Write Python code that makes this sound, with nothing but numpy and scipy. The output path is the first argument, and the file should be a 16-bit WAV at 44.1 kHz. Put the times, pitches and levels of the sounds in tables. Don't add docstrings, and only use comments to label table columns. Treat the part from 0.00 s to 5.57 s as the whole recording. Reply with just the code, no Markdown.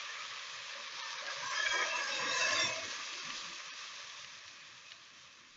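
import sys
import numpy as np
from scipy import signal
from scipy.fft import rfft, irfft, next_fast_len
from scipy.io import wavfile
from scipy.ndimage import uniform_filter1d, map_coordinates

SR = 44100
rng = np.random.default_rng(int(sys.argv[2]) if len(sys.argv) > 2 else 0)


def ratio(d):
    e = np.asarray(d, float) / 20
    return 10 ** e


def int16_out(signal):
    q = np.round(np.clip(np.atleast_2d(signal).T, -1, 1) * 32767)
    wavfile.write(sys.argv[1], SR, q.astype(np.int16))


N = 245504
TIME = np.arange(N) / SR


def unit(x):
    return x / np.sqrt(np.mean(x ** 2) + 1e-20)


def curves(rows):
    s, *columns = np.transpose(rows)
    return [np.interp(TIME, s, column) for column in columns]


def wobble(rate):
    knots = rng.standard_normal(int(N * rate / SR) + 4)
    return map_coordinates(knots, [np.arange(N) * rate / SR])


def coloured(x, spectrum):
    m = 2 * next_fast_len(N // 2 + 8192)
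    hz, db = np.transpose(spectrum)
    log_hz = np.log(np.fft.rfftfreq(m, 1 / SR) + 1)
    gain = ratio(np.interp(log_hz, np.log(hz + 1), db, left=-90, right=-90))
    cepstrum = irfft(np.log(gain), m)
    cepstrum[1:m // 2] *= 2
    cepstrum[m // 2 + 1:] = 0
    response = np.exp(rfft(cepstrum))
    return unit(irfft(rfft(x, m) * response, m)[:N])


def rush(patchy_db, flutter_db):
    z = signal.stft(rng.standard_normal(N + 512), nperseg=512)[2]
    patches = uniform_filter1d(rng.standard_normal(z.shape), size=5, axis=0)
    patches = uniform_filter1d(patches, size=9, axis=1)
    noise = signal.istft(z * ratio(patchy_db * unit(patches)), nperseg=512)[1][:N]
    flutter = wobble(25) + 0.36 * wobble(8.8)
    return unit(noise * ratio(flutter_db * flutter))


def crackle(per_second, spread_db):
    chance, side, strength = rng.random((3, N))
    clicks = (chance < per_second / SR) * np.sign(side - .5)
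    return unit(clicks * ratio(-spread_db * np.log(strength + .025)))


# (frequency [Hz], level [dB per Hz])
HOLLOW_HISS = [(250, -42.5), (430, -14.5), (531, -7), (576, -4.5), (695, -16), (817, -12.5), (969, -3),
               (1170, 3.5), (1260, 0), (1430, -5), (1700, 2), (2050, -0.5), (2610, 1), (2830, -7),
               (3000, -4), (3900, -22.5), (6600, -120)]
# (frequency [Hz], level [dB per Hz])
FAT_FIZZ = [(1530, -33), (2600, -2.5), (2910, -7.5), (3160, -1.5), (3850, -1.5), (4230, -4.5), (6260, -6),
            (7080, -13), (7530, -28), (8040, -43), (10500, -80), (17700, -120)]
# (time [s], level [dB])
FRYING = [(0.0, -56), (0.4, -56.5), (0.7, -57.5), (1.21, -54.5), (1.56, -52.5), (1.78, -52), (1.98, -52.5),
          (2.21, -52.5), (2.38, -51), (2.51, -47.5), (2.74, -55), (2.93, -55.5), (3.3, -56.5),
          (3.58, -59.5), (4.06, -60.5), (4.32, -64.5), (5.37, -71), (5.56, -72)]
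# (time [s], delay [ms], share of the direct sound)
BOWL_ECHO = [
    (0, 0.91, 0.12),
    (.3, 0.23, 0.086),
    (.6, 0.25, 0.085),
    (1, 0.2, 0.18),
    (1.3, 0.19, 0.2),
    (5.57, 0.15, 0.026),
]


def sizzle():
    dry_fizz_db, wet_fizz_db, covered_s = -2, 0.68, 2.65
    heat_db, = curves(FRYING)
    fizz_db = heat_db + np.where(TIME < covered_s, dry_fizz_db, wet_fizz_db)
    fizz_db = uniform_filter1d(fizz_db, size=SR // 4)
    drops = crackle(900, spread_db=4.5)
    body = coloured(rush(patchy_db=1.0, flutter_db=0.92) + 0.4 * drops, HOLLOW_HISS)
    fizz = coloured(rush(patchy_db=1.18, flutter_db=0.93) + 0.55 * drops, FAT_FIZZ)
    hiss = ratio(heat_db + 9) * body + ratio(fizz_db + 10.0) * fizz
    delay_ms, share = curves(BOWL_ECHO)
    echo = map_coordinates(hiss, [np.arange(N) - delay_ms * SR / 1000], mode="nearest")
    return (hiss + share * echo) / np.sqrt(1 + share ** 2)


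# (time [s], length [s], frequency [Hz], rms level [dB])
STEAM_POCKETS = [(0.972, 0.19, 947, -56.5), (1.021, 0.087, 1790, -52.5), (1.208, 0.22, 569.6, -56.5),
                 (1.257, 0.15, 5000, -58), (1.271, 0.043, 1653, -46.5), (1.407, 0.15, 1623, -49),
                 (1.421, 0.17, 1060, -46.5), (1.455, 0.14, 5920, -51.5), (1.528, 0.09, 1304, -49.5),
                 (1.529, 0.065, 2175, -48), (1.543, 0.061, 5000, -48.5), (1.547, .096, 3200, -45.5),
                 (1.547, 0.15, 6520, -55.5), (1.569, 0.1, 1708, -40), (1.588, 0.19, 619, -53),
                 (1.641, 0.2, 2295, -43), (1.653, 0.2, 3250, -44), (1.674, 0.08, 6670, -54.5),
                 (1.674, 0.16, 5020, -51.5), (1.682, 0.19, 1635, -41.5), (1.711, 0.15, 1250, -45),
                 (1.714, 0.15, 993, -45.5), (1.718, 0.13, 1850, -43.5), (1.741, 0.16, 5650, -54.5),
                 (1.776, 0.22, 615, -51), (1.822, 0.028, 2164, -42.5), (1.861, 0.096, 3230, -53),
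                 (1.878, 0.17, 1673, -45), (1.898, 0.11, 2660, -43.5), (1.922, 0.088, 997, -45.5),
                 (1.959, 0.11, 6500, -52), (1.974, 0.12, 1139, -50.5), (2.011, 0.18, 4980, -51.5),
                 (2.02, 0.36, 1630, -46.5), (2.069, 0.21, 5520, -50.5), (2.107, 0.26, 2635, -46.5),
                 (2.113, 0.071, 3750, -47.5), (2.113, 0.37, 539.4, -53.5), (2.186, 0.27, 1017, -46),
                 (2.197, 0.25, 1880, -47.5), (2.261, 0.078, 3750, -45.5), (2.267, 0.14, 5510, -48.5),
                 (2.31, .099, 1725, -45.5), (2.313, 0.069, 4050, -48.5), (2.316, 0.34, 6400, -50),
                 (2.325, 0.039, 2640, -48), (2.371, 0.2, 5560, -46.5), (2.374, .093, 3785, -46),
                 (2.395, 0.073, 2640, -40), (2.392, 0.21, 4760, -45), (2.403, 0.24, 638, -47),
                 (2.406, 0.23, 1060, -45.5), (2.418, 0.14, 1713, -40.5), (2.482, 0.16, 2667, -45),
                 (2.543, 0.093, 3706, -44), (2.563, 0.089, 2070, -43.5), (2.572, 0.069, 1740, -45),
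                 (2.575, 0.1, 3535, -41), (2.586, 0.09, 5570, -40.5), (2.644, 0.19, 649, -50),
                 (0.173, 0.073, 1277, -53.5), (0.745, 0.076, 577, -59.5), (1.027, .023, 1250, -54.5),
                 (1.44, 0.12, 7440, -66.5), (1.721, .06, 7300, -65), (1.495, 0.087, 5360, -56),
                 (1.509, 0.075, 575, -60), (1.74, 0.095, 500, -51.5), (1.875, 0.11, 1236, -50.5),
                 (1.948, 0.28, 7360, -68), (2.008, 0.15, 565, -55), (2.096, 0.19, 859, -56),
                 (2.145, 0.18, 6650, -54.5), (2.164, .113, 4730, -55), (2.228, 0.18, 2100, -52.5),
                 (2.303, 0.16, 6770, -52.5), (2.322, 0.2, 7420, -63), (2.36, 0.17, 6120, -49),
                 (2.397, 0.11, 1500, -47.5), (2.461, 0.1, 2160, -49), (2.514, 0.2, 7070, -54.5),
                 (2.555, 0.084, 1396, -50), (2.577, 0.1, 7360, -58), (2.603, 0.14, 2572, -45),
                 (2.61, 0.17, 2210, -53.5), (2.631, 0.12, 1024, -50), (2.662, 0.092, 6300, -51.5),
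                 (3.17, 0.065, 1417, -61), (1.31, .06, 1640, -56), (2.761, 0.11, 2600, -59),
                 (3.0, 0.4, 2640, -56), (2.796, .2, 1686, -57.5), (3.199, 0.21, 1750, -64),
                 (3.3, 0.27, 1200, -63.5), (3.451, 0.43, 2596, -61), (0.092, .03, 1797, -51.5),
                 (.2, .04, 2300, -59), (4.3, 0.48, 2490, -68), (4.84, 0.099, 2530, -63),
                 (1.23, .1, 720, -61.5), (1.74, .15, 798, -57.5), (2.64, 0.096, 522, -55.5),
                 (2.22, .1, 1134, -47.5), (1.428, 0.054, 1011, -50.5), (1.72, .14, 6180, -54.5),
                 (1.561, .03, 1740, -50)]
# (time [s], frequency [Hz], rms level [dB])
COLLAPSES = [
    (1.604, 1706, -34.5),
    (1.669, 1640, -37.5),
    (1.67, 2310, -38.5),
    (2.168, 1630, -43),
    (2.618, 2085, -44),
    (1.82, 1688, -38),
    (1.964, 2650, -45),
    (2.424, 2640, -37.5),
    (2.653, 5530, -44),
    (3.305, 1150, -50),
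]
# (time [s], length [s], frequency [Hz], rms level [dB])
BIG_BUBBLES = [(1.259, 0.049, 370, -65.5), (1.36, 0.13, 154, -65), (1.428, 0.049, 95, -69),
               (1.436, 0.043, 262, -69.5), (1.57, .08, 378, -62.5), (1.69, 0.056, 116, -66),
               (1.728, 0.13, 350, -52), (1.967, 0.046, 330, -61), (2.115, 0.086, 304, -59.5),
               (2.19, 0.17, 146, -60.5), (2.221, 0.04, 225, -59), (2.248, 0.061, 280, -52.5),
               (2.314, .04, 90, -70), (2.36, 0.13, 140, -65.5), (2.396, 0.16, 262, -61.5),
               (2.495, 0.13, 101, -60), (2.527, 0.17, 320, -51.5), (2.635, 0.076, 121, -53),
               (2.653, 0.037, 210, -55.5), (2.701, 0.19, 106, -64), (2.755, .06, 317, -59),
               (2.821, 0.096, 258, -60.5), (2.822, 0.083, 374, -61), (2.981, 0.044, 287, -67),
               (3.114, 0.12, 362, -62.5), (3.21, 0.12, 153, -64), (3.228, .12, 242, -60),
               (3.42, 0.096, 175, -63), (3.26, 0.32, 330, -66), (3.662, .05, 156, -73.5),
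               (4.45, 0.055, 111, -73)]


def singing_pockets():
    pocket_hz, knock_hz, knock_s = 140, 200, 0.012
    ring_db, knock_ring_db, no_ring_db = -5, 5, -40
    ring_from_hz = 450
    bubble_width, bubble_db = 0.39, -3.5
    rows = []
    for s, length, hz, db in STEAM_POCKETS:
        width = pocket_hz * (hz / 2000) ** 0.14
        rows.append((s, length, hz, db, width, ring_db))
    for s, hz, db in COLLAPSES:
        rows.append((s, knock_s, hz, db, knock_hz, knock_ring_db))
    for s, length, hz, db in BIG_BUBBLES:
        rows.append((s, length, hz, db + bubble_db, bubble_width * hz, ring_db))
    return [(*row[:5], no_ring_db if row[2] < ring_from_hz else row[5]) for row in rows]


def singing():
    core_db, core_width = -5, 0.037
    rise, glide = 0.37, .012
    out, count = np.zeros(N + SR), SR // 2
    f, t = np.fft.rfftfreq(count, 1 / SR), np.arange(count) / SR
    for s, length, hz, db, width, ring_db in singing_pockets():
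        off = (f - hz) / (width / 2)
        shape = 1 / (1 + off ** 4) + ratio(core_db) / (1 + (off / core_width) ** 2)
        driven = rfft(rng.standard_normal(count)) * shape
        driven[np.abs(off).argmin()] += ratio(ring_db) * np.linalg.norm(driven)
        band = np.fft.ifft(driven, count)
        drift = glide * rng.standard_normal() * hz * t * (t / (length + 0.049) - 1)
        band = (band * np.exp(1j * np.pi * drift)).real
        edge = min(.026, .6 * length)
        growing = (t - (1 - rise) * edge / 2) / (rise * edge)
        fading = (length + 2 * edge - t) / (3 * edge)
        swell = np.sin(np.pi / 2 * np.clip(np.minimum(growing, fading), 0, 1)) ** 2
        out[round(s * SR):][:count] += ratio(db) * unit(band * swell) * np.sqrt(np.mean(swell > 0))
    return np.roll(out, -round(.01 * SR))[:N]


# (time [s], peak level [dB], frequency [Hz])
DROPLETS = [(0.0513, -33, 2220), (0.9218, -32, 3400), (0.9981, -26, 3540), (1.0291, -30, 2430),
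            (1.1842, -30, 3640), (1.2645, -27, 3260), (1.3234, -32, 1900), (1.5589, -28, 2170),
            (1.6636, -20.5, 1900), (1.9145, -28, 2680), (1.9624, -27, 2640), (2.1006, -30, 5000),
            (2.1655, -26, 1900), (2.412, -22, 3000), (2.506, -22, 2600), (2.7571, -30, 2200),
            (3.1363, -28.5, 2590), (3.3029, -22, 2100), (3.4094, -32, 3900), (3.497, -32, 3160),
            (4.0985, -35, 3000), (4.2448, -29, 2000), (4.4787, -34, 2990), (4.5106, -38, 3570),
            (4.7794, -41, 4370), (4.9150, -42, 2540), (4.9182, -29, 2500), (5.3577, -47, 2450)]
# (delay [ms], level [dB])
WALL_ECHOES = [
    (1.0, -5),
    (2.1, -11),
    (3.4, -12),
    (5.1, -14),
    (7.9, -15),
]


def pops():
    out, t = np.zeros(N + SR), np.arange(900) / SR

    def burst(hz, late):
        return np.sin(2 * np.pi * 1.3 * hz * (t - late)) * ratio(-60 * (t - late) / .0013) * (t > late)

    for s, db, hz in DROPLETS:
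        spray = rng.standard_normal(len(t)) * ratio(-14.5 - 60 * t / .025)
        echoes = sum(ratio(echo_db) * burst(hz, ms / 1000) for ms, echo_db in WALL_ECHOES)
        out[round((s + .0009) * SR):][:len(t)] += ratio(db) * (burst(hz, 0) + spray + echoes)
    band = signal.cheby2(6, 55, [900, 7900], "bandpass", fs=SR, output="sos")
    return ratio(4) * signal.sosfilt(band, out[:N])


# (frequency [Hz], level [dB])
PAN_TONES = [(500, -4.5), (676, -3.5), (1060, -9.5), (1630, 2), (1880, -3.5), (2180, -2), (2640, -4.5),
             (3250, -8.5), (5000, -7), (5380, -6.5), (5720, -4.5), (6120, -4.5), (6570, -6), (850, -10.5)]
# (time [s], level [dB])
TRAPPED_STEAM = [
    (1.15, -75.5),
    (1.45, -66),
    (1.75, -51.5),
    (1.9, -56),
    (2.08, -53.5),
    (2.35, -50),
    (2.62, -48.5),
    (2.76, -54),
    (3.0, -64),
    (3.7, -80),
]


def murmur():
    width_hz, flicker_db, flickers_per_s = 63, 5.5, 7.524
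    f = np.fft.rfftfreq(N, 1 / SR)
    out = np.zeros(N)
    for hz, db in PAN_TONES:
        shape = 1 / (1 + ((f - hz) / (width_hz / 2)) ** 4)
        band = unit(irfft(rfft(rng.standard_normal(N)) * shape, N))
        out += ratio(db + flicker_db * (wobble(flickers_per_s) - 1)) * band
    return ratio(curves(TRAPPED_STEAM)[0]) * out


# (frequency [Hz], level [dB per Hz])
SLOSH_COLOUR = [(55, -24), (80, -3), (120, 0), (200, -3), (250, -30)]
# (frequency [Hz], level [dB per Hz])
BOIL_COLOUR = [(165, -30), (215, 0), (385, -1), (445, -22)]
# (frequency [Hz], level [dB per Hz])
AIR_COLOUR = [(15, -6), (30, 0), (55, -20)]
# (time [s], half length [s], level [dB])
WARM_PUFFS = [
    (1.713, 0.045, -71),
    (2.0, 0.078, -89),
    (2.794, 0.19, -82),
    (3.42, 0.15, -76),
    (5.52, 0.084, -79),
]


def gurgle():
    boil = ratio(curves(TRAPPED_STEAM)[0] - 14.5)
    air = ratio(-96)
    for s, half, db in WARM_PUFFS:
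        air = air + ratio(db) * np.exp(-((TIME - s) / half) ** 2)
    layers = [(ratio(-78) + 0.17 * boil, SLOSH_COLOUR), (ratio(-78.5) + boil, BOIL_COLOUR), (air, AIR_COLOUR)]
    out = np.zeros(N)
    for gain, colour in layers:
        uneven = rng.standard_normal(N) * ratio(3.1 * wobble(14))
        out += gain * coloured(uneven, colour)
    return out


def scene():
    return np.tile(sizzle() + singing() + pops() + murmur() + gurgle(), (2, 1))


def band_limit(x):
    return signal.sosfilt(signal.butter(12, 15500, fs=SR, output="sos"), x)


# (time [s], length [s], threshold [dB])
OVERLOADS = [(.6, .03, -3), (.885, .04, 1), (1.022, .045, 4), (1.185, .04, 1), (1.4, .03, -1),
             (1.505, .03, -1), (1.70, .03, -2), (1.76, .03, -2), (2.27, .03, -3), (2.355, .03, -2),
             (3.215, .04, 1), (3.712, .045, 4), (3.77, .03, -2), (4.43, .03, 0)]


def record(dry):
    link_rate, link_top_hz = 16000, 8250
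    f, t, z = signal.stft(dry[0], SR, nperseg=2048, noverlap=1536)
    power = np.abs(z) ** 2 + 1e-20
    local = np.abs(uniform_filter1d(power, size=25, axis=0)) + 1e-20
    keep = (power / local) ** 0.018
    bar = local ** .6 * power[f < link_rate / 2].mean(0) ** .4
    smooth = uniform_filter1d(power, size=3, axis=0)
    for s, length, over_db in OVERLOADS:
        now = np.abs(t - s) < length / 2
        weak = smooth < bar * ratio(2 * over_db - 8)
        keep[:, now] *= np.where(weak, ratio(-20), 1)[:, now]
    keep *= np.sqrt(power.sum(0) / (power * keep ** 2).sum(0))
    passed = z * keep * (f < link_top_hz)[:, None]
    x = signal.istft(passed, SR, nperseg=2048, noverlap=1536)[1][:N]
    mirror = x * np.cos(2 * np.pi * link_rate * TIME) + ratio(-43.5) * rng.standard_normal(N)
    treble = signal.butter(8, [9800, 15500], "bandpass", fs=SR, output="sos")
    x = x + ratio(-55.5) * signal.sosfilt(treble, mirror)
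    return band_limit(np.tile(x, (2, 1)))


dry = scene()
out = record(dry)
int16_out(out)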